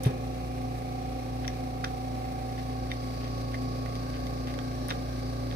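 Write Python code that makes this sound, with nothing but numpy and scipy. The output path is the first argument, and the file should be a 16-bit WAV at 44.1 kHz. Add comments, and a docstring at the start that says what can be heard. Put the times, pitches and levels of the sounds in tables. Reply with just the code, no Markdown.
"""Oxygen concentrator and handled bottle

An oxygen concentrator runs in a small room: its two-piston compressor hums as a comb of shaft harmonics,
its fan sings in fluttering blade tones, and its valves rasp as resonances driven by repeating noise.
Gloved hands bump a plastic humidifier bottle once (decaying low modes and a noise boom), then turn its
fitting, which clicks and scrapes: short noise forces that ring the resonances of the plastic.
The hand-held microphone drifts nearer through the cabinet's narrow beams, so hum and whine change colour."""
import sys
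import numpy as np
from scipy import signal
from scipy.fft import rfft, irfft, next_fast_len
from scipy.io import wavfile
from scipy.ndimage import uniform_filter1d, map_coordinates

SR = 44100
rng = np.random.default_rng(int(sys.argv[2]) if len(sys.argv) > 2 else 0)


def waveform_to_disk(signal):
    """Save audio, clipped to [-1, 1], as 16-bit WAV at the path in sys.argv[1]."""
    frames = np.transpose(np.atleast_2d(signal))
    scaled = np.clip(frames, -1, 1) * 32767
    samples = np.round(scaled).astype(np.int16)
    wavfile.write(sys.argv[1], SR, samples)


N = 244783
T = np.arange(N) / SR
SIZE = next_fast_len(N, real=True)
BINS = np.maximum(np.arange(SIZE // 2 + 1) * SR / SIZE, 1)  # Hz
SIDES = np.array([[1], [-1]])  # left, right
PORT_LAG_S = .00045  # arrival at the left microphone port after the right one


def undb(db):
    """Decibel law: amplitude ratio of a level."""
    return 10 ** (np.asarray(db) / 20)


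def curve(rows):
    """Linear interpolation through (time_s, value) rows."""
    return np.interp(T, *np.transpose(rows))


def pan(db):
    """Constant-power panning: left and right gains from the left minus right level."""
    gains = undb(SIDES * db / 2)
    return gains / np.sqrt(np.mean(gains ** 2, axis=0))


def walk(rate_hz):
    """Low-pass random process: smooth chance with spread 1, changing about rate_hz times a second."""
    step = int(SR / rate_hz / 2)
    steps = np.repeat(rng.standard_normal(N // step + 1), step)
    smooth = uniform_filter1d(uniform_filter1d(steps, step), step)[:N]
    return smooth / smooth.std()


def colour(points):
    """Spectral shaping: gain per bin from (pitch_hz, level_db) points, falling steeply beyond the ends."""
    hz, db = np.transpose(points)
    gain = undb(np.interp(np.log(BINS), np.log(hz), db))
    low_edge = np.minimum(1, BINS / hz[0]) ** 4
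    high_edge = np.minimum(1, hz[-1] / BINS) ** 4
    return gain * low_edge * high_edge


def resonances(modes, bins):
    """Modal response: power sum of damped resonances, each at least 1/45 of its pitch wide, as a gain."""
    power = 0
    for hz, width_hz, db in modes:
        detuning = (bins ** 2 - hz ** 2) / (bins * max(width_hz, hz / 45))
        power = power + undb(2 * db) / (1 + detuning ** 2)
    return np.sqrt(power)


def ports(pair, gain, likeness=0.13, diffuse_hz=900):
    """Spatial coherence: the ports share less of the noise as pitch rises; all reaches the right first."""
    alike = np.clip(likeness + (1 - likeness) / (1 + (BINS / diffuse_hz) ** 2), 0, 1)
    mid, side = rfft(pair, SIZE)
    both = mid * np.sqrt(1 + alike) + SIDES * side * np.sqrt(1 - alike)
    both = both * np.exp(-1j * np.pi * BINS * PORT_LAG_S * SIDES)
    return irfft(both * gain, SIZE)[:, :N] * np.sqrt(SR) / 2


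def room_noise(gain):
    """Filtered white noise with the given gain per Hz."""
    return ports(rng.standard_normal((2, SIZE)), gain)


def rattle(turns, gain, size=1500, change=0.38):
    """Cyclic excitation: a jumble of tiny impacts recurs each shaft turn and changes only slowly."""
    cycles = []
    for cycle in rng.standard_normal((4, size)):
        cycles.append(map_coordinates(cycle, [turns % 1 * size], order=2, mode="grid-wrap"))
    cycles = np.array(cycles)
    drift = change * walk(2.08)
    return ports(np.cos(drift) * cycles[:2] + np.sin(drift) * cycles[2:], gain)


# How far the left port trails the right for steady tones: pitch_hz, lag_rad
TONE_LAG = [(60, .35), (150, .35), (320, .8), (410, 1.5), (520, 1.6), (760, 1.7), (1100, 2.3), (1200, 2.7)]


def tone(phase, hz, db, pan_db):
    """Interaural-like phase difference: one line at both ports, reaching the right one first."""
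    lag = np.interp(hz, *np.transpose(TONE_LAG))
    return np.sqrt(2) * undb(db) * pan(pan_db) * np.cos(phase - SIDES * lag / 2)


# Narrow beams, each loudest at one place on the microphone's way:
# pitch_hz, half_width_hz, lift_db, place (0-1), reach (share of the way)
CABINET_BEAMS = [(736, 14, 12, .17, .31), (765, 14, 15.5, .36, .28), (794, 12, 6, .27, .3),
                 (556, 14, 6.5, .9, .45), (665, 50, 3, .9, .42), (1115, 14, 16, .7, .33),
                 (1202, 20, 14.5, .87, .42), (4700, 300, 6, .67, .2)]


def beam_db(hz, place):
    """Directivity: lift of a line at hz where the microphone crosses the cabinet's beams."""
    lift_db = 0
    for centre_hz, width_hz, db, spot, reach in CABINET_BEAMS:
        lift_db = lift_db + db * np.exp(-((hz - centre_hz) / width_hz) ** 2 - ((place - spot) / reach) ** 2)
    return lift_db


# Compressor shaft speed, before a slight random wander: time_s, turns_hz
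SHAFT_SPEED = [(0, 29.48), (1.3, 29.35), (5.55, 29.13)]
# Shaft harmonics; the two pistons stress the low even ones:
# multiple, level_db (at place 0, before beams and waver)
HUM_HARMONICS = [(2, -41.5), (4, -40), (5, -50.5), (6, -56.5), (8, -60), (9, -61), (10, -54), (11, -60),
                 (12, -61), (13, -61), (14, -57.5), (15, -57.5), (16, -59.5), (17, -63), (18, -56),
                 (19, -58.5), (20, -58), (21, -59.5), (22, -64), (23, -65), (24, -60.5), (25, -58),
                 (26, -58), (27, -63.5), (28, -65), (29, -65), (31, -68), (37, -66), (38, -65.5), (39, -65),
                 (41, -69), (43, -68)]
# Balance of the hum between the ports: pitch_hz, left_minus_right_db
HUM_BALANCE = [(60, 0), (170, -2), (240, 0), (350, 19), (400, -4.5), (480, -4), (620, -10.5), (740, -10.5),
               (830, -1.5), (1150, -7)]


def compressor(turns, place, rise_db=2.5, waver_db=2.5, phase_waver_rad=0.22):
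    """Harmonic series of piston strokes; the room makes upper lines waver, least where a beam hits."""
    out = 0
    wavers = [walk(4) for _ in range(9)]  # shared out among the harmonics
    for row, (k, db) in enumerate(HUM_HARMONICS):
        hz = k * SHAFT_SPEED[0][1]
        scatter = min(1, (k / 8) ** 2)
        lift_db = beam_db(hz, place)
        level_waver_db = waver_db * np.sqrt(scatter * undb(-lift_db)) * wavers[row % len(wavers)]
        level_db = db + rise_db * place + lift_db + level_waver_db
        phase_waver = phase_waver_rad * wavers[(row + 2) % len(wavers)]
        shift = scatter * (rng.uniform(-np.pi, np.pi) + phase_waver)
        balance_db = np.interp(hz, *np.transpose(HUM_BALANCE))
        out = out + tone(2 * np.pi * k * turns + shift, hz, level_db, balance_db)
    return out


# Harmonics of the fan shaft:
# multiple, level_db (mean at place 0), rise_db (place 0 to 1), left_minus_right_db, flutter_db
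FAN_HARMONICS = [(2, -59, 2, 0, 2), (3, -40.8, 2, 5, .8), (6, -45.5, -9, -8, 1.6), (9, -58, -8, -5, 2)]


def fan(place, shaft_hz=85.97, wobble_rad=0.23):
    """Blade-passing tones, modulated by the turbulent intake, grow or fade along the microphone's way."""
    out = 0
    for k, db, rise_db, pan_db, flutter_db in FAN_HARMONICS:
        phase = 2 * np.pi * k * shaft_hz * T + wobble_rad * walk(16)
        level_db = db + rise_db * place + flutter_db * walk(5.3)
        out = out + tone(phase, k * shaft_hz, level_db, pan_db)
    return out


def motor(mains_hz=60, order=6, db=-54, flutter_db=2):
    """Magnetic hum: the windings buzz on a harmonic of the mains."""
    hz = order * mains_hz
    return tone(2 * np.pi * hz * T, hz, db + flutter_db * walk(6), 0)


# Valve and cabinet resonances, before stroke, leak and rise: pitch_hz, width_hz, level_db (per Hz)
VALVE_MODES = [(3880, 230, -93), (4250, 230, -95), (5430, 200, -92), (5740, 280, -91.5)]
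# Close pair of valve resonances that whistles, likewise: pitch_hz, width_hz, level_db (per Hz)
WHISTLE_MODES = [(4640, 110, -94), (4770, 150, -91)]


def valves(turns, place, stroke_db, rise_db=6.5, whistle_rise_db=9.5, pan_db=10, pan_drift_db=-7, leak_db=-7):
    """Forced resonance: valve chatter and leaking air rasp and whistle with each stroke."""
    def rasp(modes):
        """Source-filter principle: cyclic chatter and leak noise excite the given resonances."""
        ring = resonances(modes, BINS) / (1 + (BINS / 7000) ** 6)
        source = rattle(turns, ring) + undb(leak_db) * room_noise(ring)
        return source * undb(stroke_db + walk(8)) * pan(pan_db + pan_drift_db * place)

    whistle_lift_db = whistle_rise_db * place + beam_db(WHISTLE_MODES[0][0], place)
    return rasp(VALVE_MODES) * undb(rise_db * place) + rasp(WHISTLE_MODES) * undb(whistle_lift_db)


# Cabinet panels that buzz with the pistons, before stroke and waver:
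# pitch_hz, width_hz (at half amplitude), level_db (per Hz at place 0), rise_db (place 0 to 1)
PANEL_MODES = [(1350, 76, -86, 0.5), (1570, 160, -89.5, 9.5), (1715, 71, -84.5, 3), (2050, 83, -91, -6),
               (2185, 110, -85.5, -0.5), (2463, 150, -81, -11), (2570, 130, -104, -3),
               (2790, 90, -86.5, -2.5), (3330, 140, -92, -1)]


def panels(turns, place, stroke_db, waver_db=2.2):
    """Sympathetic vibration: the recurring piston impacts drive each panel resonance."""
    out = 0
    for hz, width_hz, db, rise_db in PANEL_MODES:
        buzz = rattle(turns, resonances([(hz, width_hz, 0)], BINS) ** 2)
        out = out + buzz * undb(db + rise_db * place + stroke_db + waver_db * walk(6))
    return out


# Air rushing through the cabinet, before the stroke: pitch_hz, level_db (per Hz)
RUSH_SPECTRUM = [(25, -82), (35, -87), (50, -64), (90, -77.5), (140, -68.5), (200, -79), (250, -66),
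                 (320, -77.5), (490, -75), (620, -77.5), (760, -70.5), (950, -88), (1150, -76),
                 (1400, -92.5)]
# Broad hiss of the air flow, before stroke and rise: pitch_hz, level_db (per Hz)
HISS_SPECTRUM = [(1000, -102), (1550, -91), (1850, -88.5), (2250, -86), (2650, -90), (3000, -93),
                 (3500, -92.5), (3900, -91), (4500, -91.5), (5100, -97.5), (5750, -94), (6400, -99),
                 (7000, -99), (9300, -97.5), (10200, -99.5), (15000, -102)]
# Piston clatter through the cabinet, before stroke and rise: pitch_hz, level_db (per Hz)
CLATTER_SPECTRUM = [(900, -89.5), (1000, -84), (1130, -97), (1350, -92.5), (1570, -100.5), (1850, -95.5),
                    (2300, -103), (3000, -105)]


def air(turns, place, throb_db=1.1, uneven_db=1.4, hiss_rise_db=0.5, flicker_db=.8):
    """Amplitude modulation: flow noise and mechanical rasp swell on each of two unequal strokes a turn."""
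    angle = 2 * np.pi * (turns - .22)
    stroke_db = throb_db * np.cos(2 * angle) + uneven_db * np.cos(angle)
    clatter = rattle(turns, colour(CLATTER_SPECTRUM)) * undb(stroke_db) * pan(-3.5)
    rush = room_noise(colour(RUSH_SPECTRUM)) * undb(0.82 * stroke_db + 0.3 * walk(4.1))
    hiss = room_noise(colour(HISS_SPECTRUM)) * undb(0.42 * stroke_db + flicker_db * walk(26))
    mechanical = valves(turns, place, stroke_db) + panels(turns, place, stroke_db)
    return mechanical + rush + (hiss + clatter) * undb(hiss_rise_db * place)


def add(out, start_s, sound):
    """Superposition: mixes a sound in at its start time."""
    start = max(0, int(start_s * SR))
    out[:, start:start + sound.shape[-1]] += sound[..., :N - start]


# What the bottle and its lid ring with: pitch_hz, width_hz (before the 1/45 floor), level_db (relative)
BOTTLE_MODES = [(810, 770, 7), (1470, 116, 7), (1686, 70, 7), (1878, 56, 8), (2060, 76, 6), (2408, 44, 2.5),
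                (2604, 85, 0.5), (3200, 190, 2), (3630, 146, 5.5), (4560, 180, -0.5), (4880, 140, -1.5),
                (5710, 270, 4), (6970, 250, -8), (9690, 840, -3.5), (14000, 1100, -11)]


def contact(envelope, bright_hz, pan_db, octaves=0.89, blow=0, scatter=1.8):
    """Impulse response: a blow and tiny slips ring the bottle; harder contact favours higher modes."""
    size = len(envelope)
    bins = np.maximum(np.arange(size // 2 + 1) * SR / size, 1)
    brightness = 0.1 + np.exp(-(np.log2(bins / bright_hz) / octaves) ** 2)
    gain = resonances(BOTTLE_MODES, bins) * brightness
    # minimum phase: folding the cepstrum makes the ring follow the blow
    cepstrum = irfft(np.log(gain / np.sqrt(np.mean(gain ** 2))))
    fold = (1 + np.sign(size // 2 - np.arange(size))) * np.r_[.5, np.ones(size - 1)]
    response = np.exp(rfft(cepstrum * fold))
    # slips common to both ports, plus slips that differ between them
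    slips = rng.standard_normal(size) + scatter * rng.standard_normal((2, size))
    force = slips * envelope
    force[:, np.argmax(envelope)] += blow * np.sqrt(np.sum(envelope ** 2))
    left_delay = np.exp(-1j * np.pi * bins * PORT_LAG_S * (1 + SIDES))
    burst = irfft(rfft(force) * response * left_delay)
    # the burst gets the energy of its envelope
    return burst * np.sqrt(2 * np.sum(envelope ** 2) / np.sum(burst ** 2)) * pan(pan_db)


# Gloves and thread rubbing: start_s, length_s, level_db (before grain), brightest_hz
RUB_EVENTS = [(.033, 0.014, -39.5, 11900), (.034, 0.056, -44.5, 3040), (0.039, 0.055, -51, 12500),
              (0.063, 0.077, -52.5, 2200), (1.438, 0.021, -45.5, 2190), (2.236, 0.029, -54, 2000),
              (2.57, 0.042, -50, 2290), (2.895, 0.037, -49, 2500), (3.198, 0.1, -51, 2550),
              (3.525, 0.038, -47, 2400), (4.131, 0.042, -49.5, 2580), (4.462, 0.057, -50, 2500),
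              (4.889, 0.025, -41.5, 4700), (4.891, .016, -51, 13500), (4.906, 0.022, -44.5, 2610)]


def rubs(out, size=8192):
    """Stick-slip friction: each rub swells and fades with a random grain."""
    t = T[:size]
    for start_s, length_s, db, bright_hz in RUB_EVENTS:
        swell = np.sin(np.pi * np.minimum(t / length_s, 1) ** 0.82)
        grain = np.repeat(undb(4.5 * rng.standard_normal(size // 64)), 64)
        add(out, start_s, undb(db) * contact(swell * grain, bright_hz, 0))


# Dull knock of the bottle: pitch_hz, level_db (at the start, before the attack), t60_s
KNOCK_MODES = [(116, -30, 0.2), (128, -9, 0.088), (252, -23, 0.043), (410, -33, 0.13)]
# Boom that the knock leaves in the room, before attack and decay: pitch_hz, level_db (per Hz)
BOOM_SPECTRUM = [(80, -48), (130, -51), (220, -62), (400, -55), (700, -62), (1100, -68)]


def knock(attack_s=0.0029, boom_t60_s=0.26):
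    """Free damped vibration: the bumped bottle rings low and the room booms briefly."""
    ring = 0
    for hz, db, t60_s in KNOCK_MODES:
        ring = ring + undb(db - 60 * T / t60_s) * np.sin(2 * np.pi * hz * T)
    boom = room_noise(colour(BOOM_SPECTRUM)) * np.exp(-np.log(1000) * T / boom_t60_s)
    return (ring + boom) * (1 - np.exp(-T / attack_s))


# Plastic clicks of the fitting:
# start_s, level_db (before attack and fade), brightest_hz, spread_octaves, left_minus_right_db
CLICK_EVENTS = [(1.4465, -34, 2000, 1, -11), (1.452, -35, 2200, 1, -10), (1.4775, -35, 8500, .8, -4),
                (1.4777, -20.5, 5700, 0.26, 13), (1.4785, -28.5, 3200, .4, 6),
                (1.4803, -29, 2060, 0.41, -9), (1.8408, -22.5, 1480, 0.51, -8),
                (1.8433, -24.5, 3600, 0.82, 9), (1.8459, -23, 1520, 1.1, -5),
                (1.8458, -25.5, 4500, 0.7, 11), (2.9153, -24, 2110, 0.19, -8),
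                (2.9157, -27.5, 3640, 0.65, 11), (2.92, -35, 2600, 0.79, 7), (3.543, -26, 2040, 0.2, -7),
                (3.86, -33.5, 1940, 0.45, -7), (3.9537, -32, 5500, 1.7, 3), (4.2675, -34, 4060, 2.1, 7),
                (4.4722, -33.5, 2700, 1, 3), (4.483, -37, 2200, 0.9, 0), (4.539, -33.5, 2400, 2.2, 2),
                (4.589, -29, 1700, 1.9, -23), (4.8842, -25.5, 11200, 0.52, 1),
                (4.8895, -29.5, 2000, 1.1, 0), (4.9048, -21.5, 2700, 1, 3), (4.9078, -24, 3630, .25, 11),
                (4.9107, -22, 1750, 1.1, -8), (4.9138, -35, 1850, .4, -2), (4.917, -39, 2500, 0.95, -3),
                (5.5122, -32.5, 2620, 1, -10), (5.525, -34, 2500, 1.2, -5)]


def clicks(out, size=8192, fade_at_2khz_s=0.002, shortening=0.55, attack_s=0.00027):
    """Impact excitation: short contacts ring the plastic, the brighter ones more briefly."""
    t = T[:size]
    for start_s, db, bright_hz, octaves, pan_db in CLICK_EVENTS:
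        fade_s = fade_at_2khz_s * (2000 / bright_hz) ** shortening
        envelope = np.exp(-t / fade_s) * (1 - np.exp(-t / attack_s))
        click = contact(envelope, bright_hz, pan_db, octaves, blow=1.55, scatter=.5)
        add(out, start_s, undb(db) * click)


def room(x, t60_s=.2, dull_hz=4500):
    """Reverberation: convolution with the short, dull, decaying noise tail of the walls."""
    t = T[:SR // 2]
    tail = rng.standard_normal((2, len(t))) * np.exp(-np.log(1000) * t / t60_s) * (t > .004)
    tail = tail / np.sqrt(np.sum(tail[0] ** 2))
    tail = signal.sosfilt(signal.butter(1, dull_hz, fs=SR, output="sos"), tail)
    return signal.fftconvolve(x, tail, axes=1)[:, :N]


def handling(room_db=-9.5, knock_s=.0606):
    """Direct and reverberant sound: rubs and clicks with the room's tail, and the knock."""
    plastic = np.zeros((2, N))
    rubs(plastic)
    clicks(plastic)
    out = plastic + undb(room_db) * room(plastic)
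    add(out, knock_s, knock())
    return out


# The microphone's drift past the machine: time_s, place (0-1 along the way)
MICROPHONE_PATH = [(0, 0), (.3, .12), (1.2, .28), (2.35, .38), (3.15, .62), (5.55, 1)]


def scene():
    """Superposition of the machine's sources and the handling close by."""
    turns = np.cumsum(curve(SHAFT_SPEED) + .025 * walk(4)) / SR
    place = curve(MICROPHONE_PATH)
    return compressor(turns, place) + fan(place) + motor() + air(turns, place) + handling()


def record(dry, fade_in_s=.006, top_hz=15300):
    """Band limiting: a short fade-in and a steep elliptic low-pass that cuts the top."""
    faded = dry * np.minimum(1, T / fade_in_s)
    return signal.sosfilt(signal.ellip(8, .2, 70, top_hz, fs=SR, output="sos"), faded)


dry = scene()
out = record(dry)
waveform_to_disk(out)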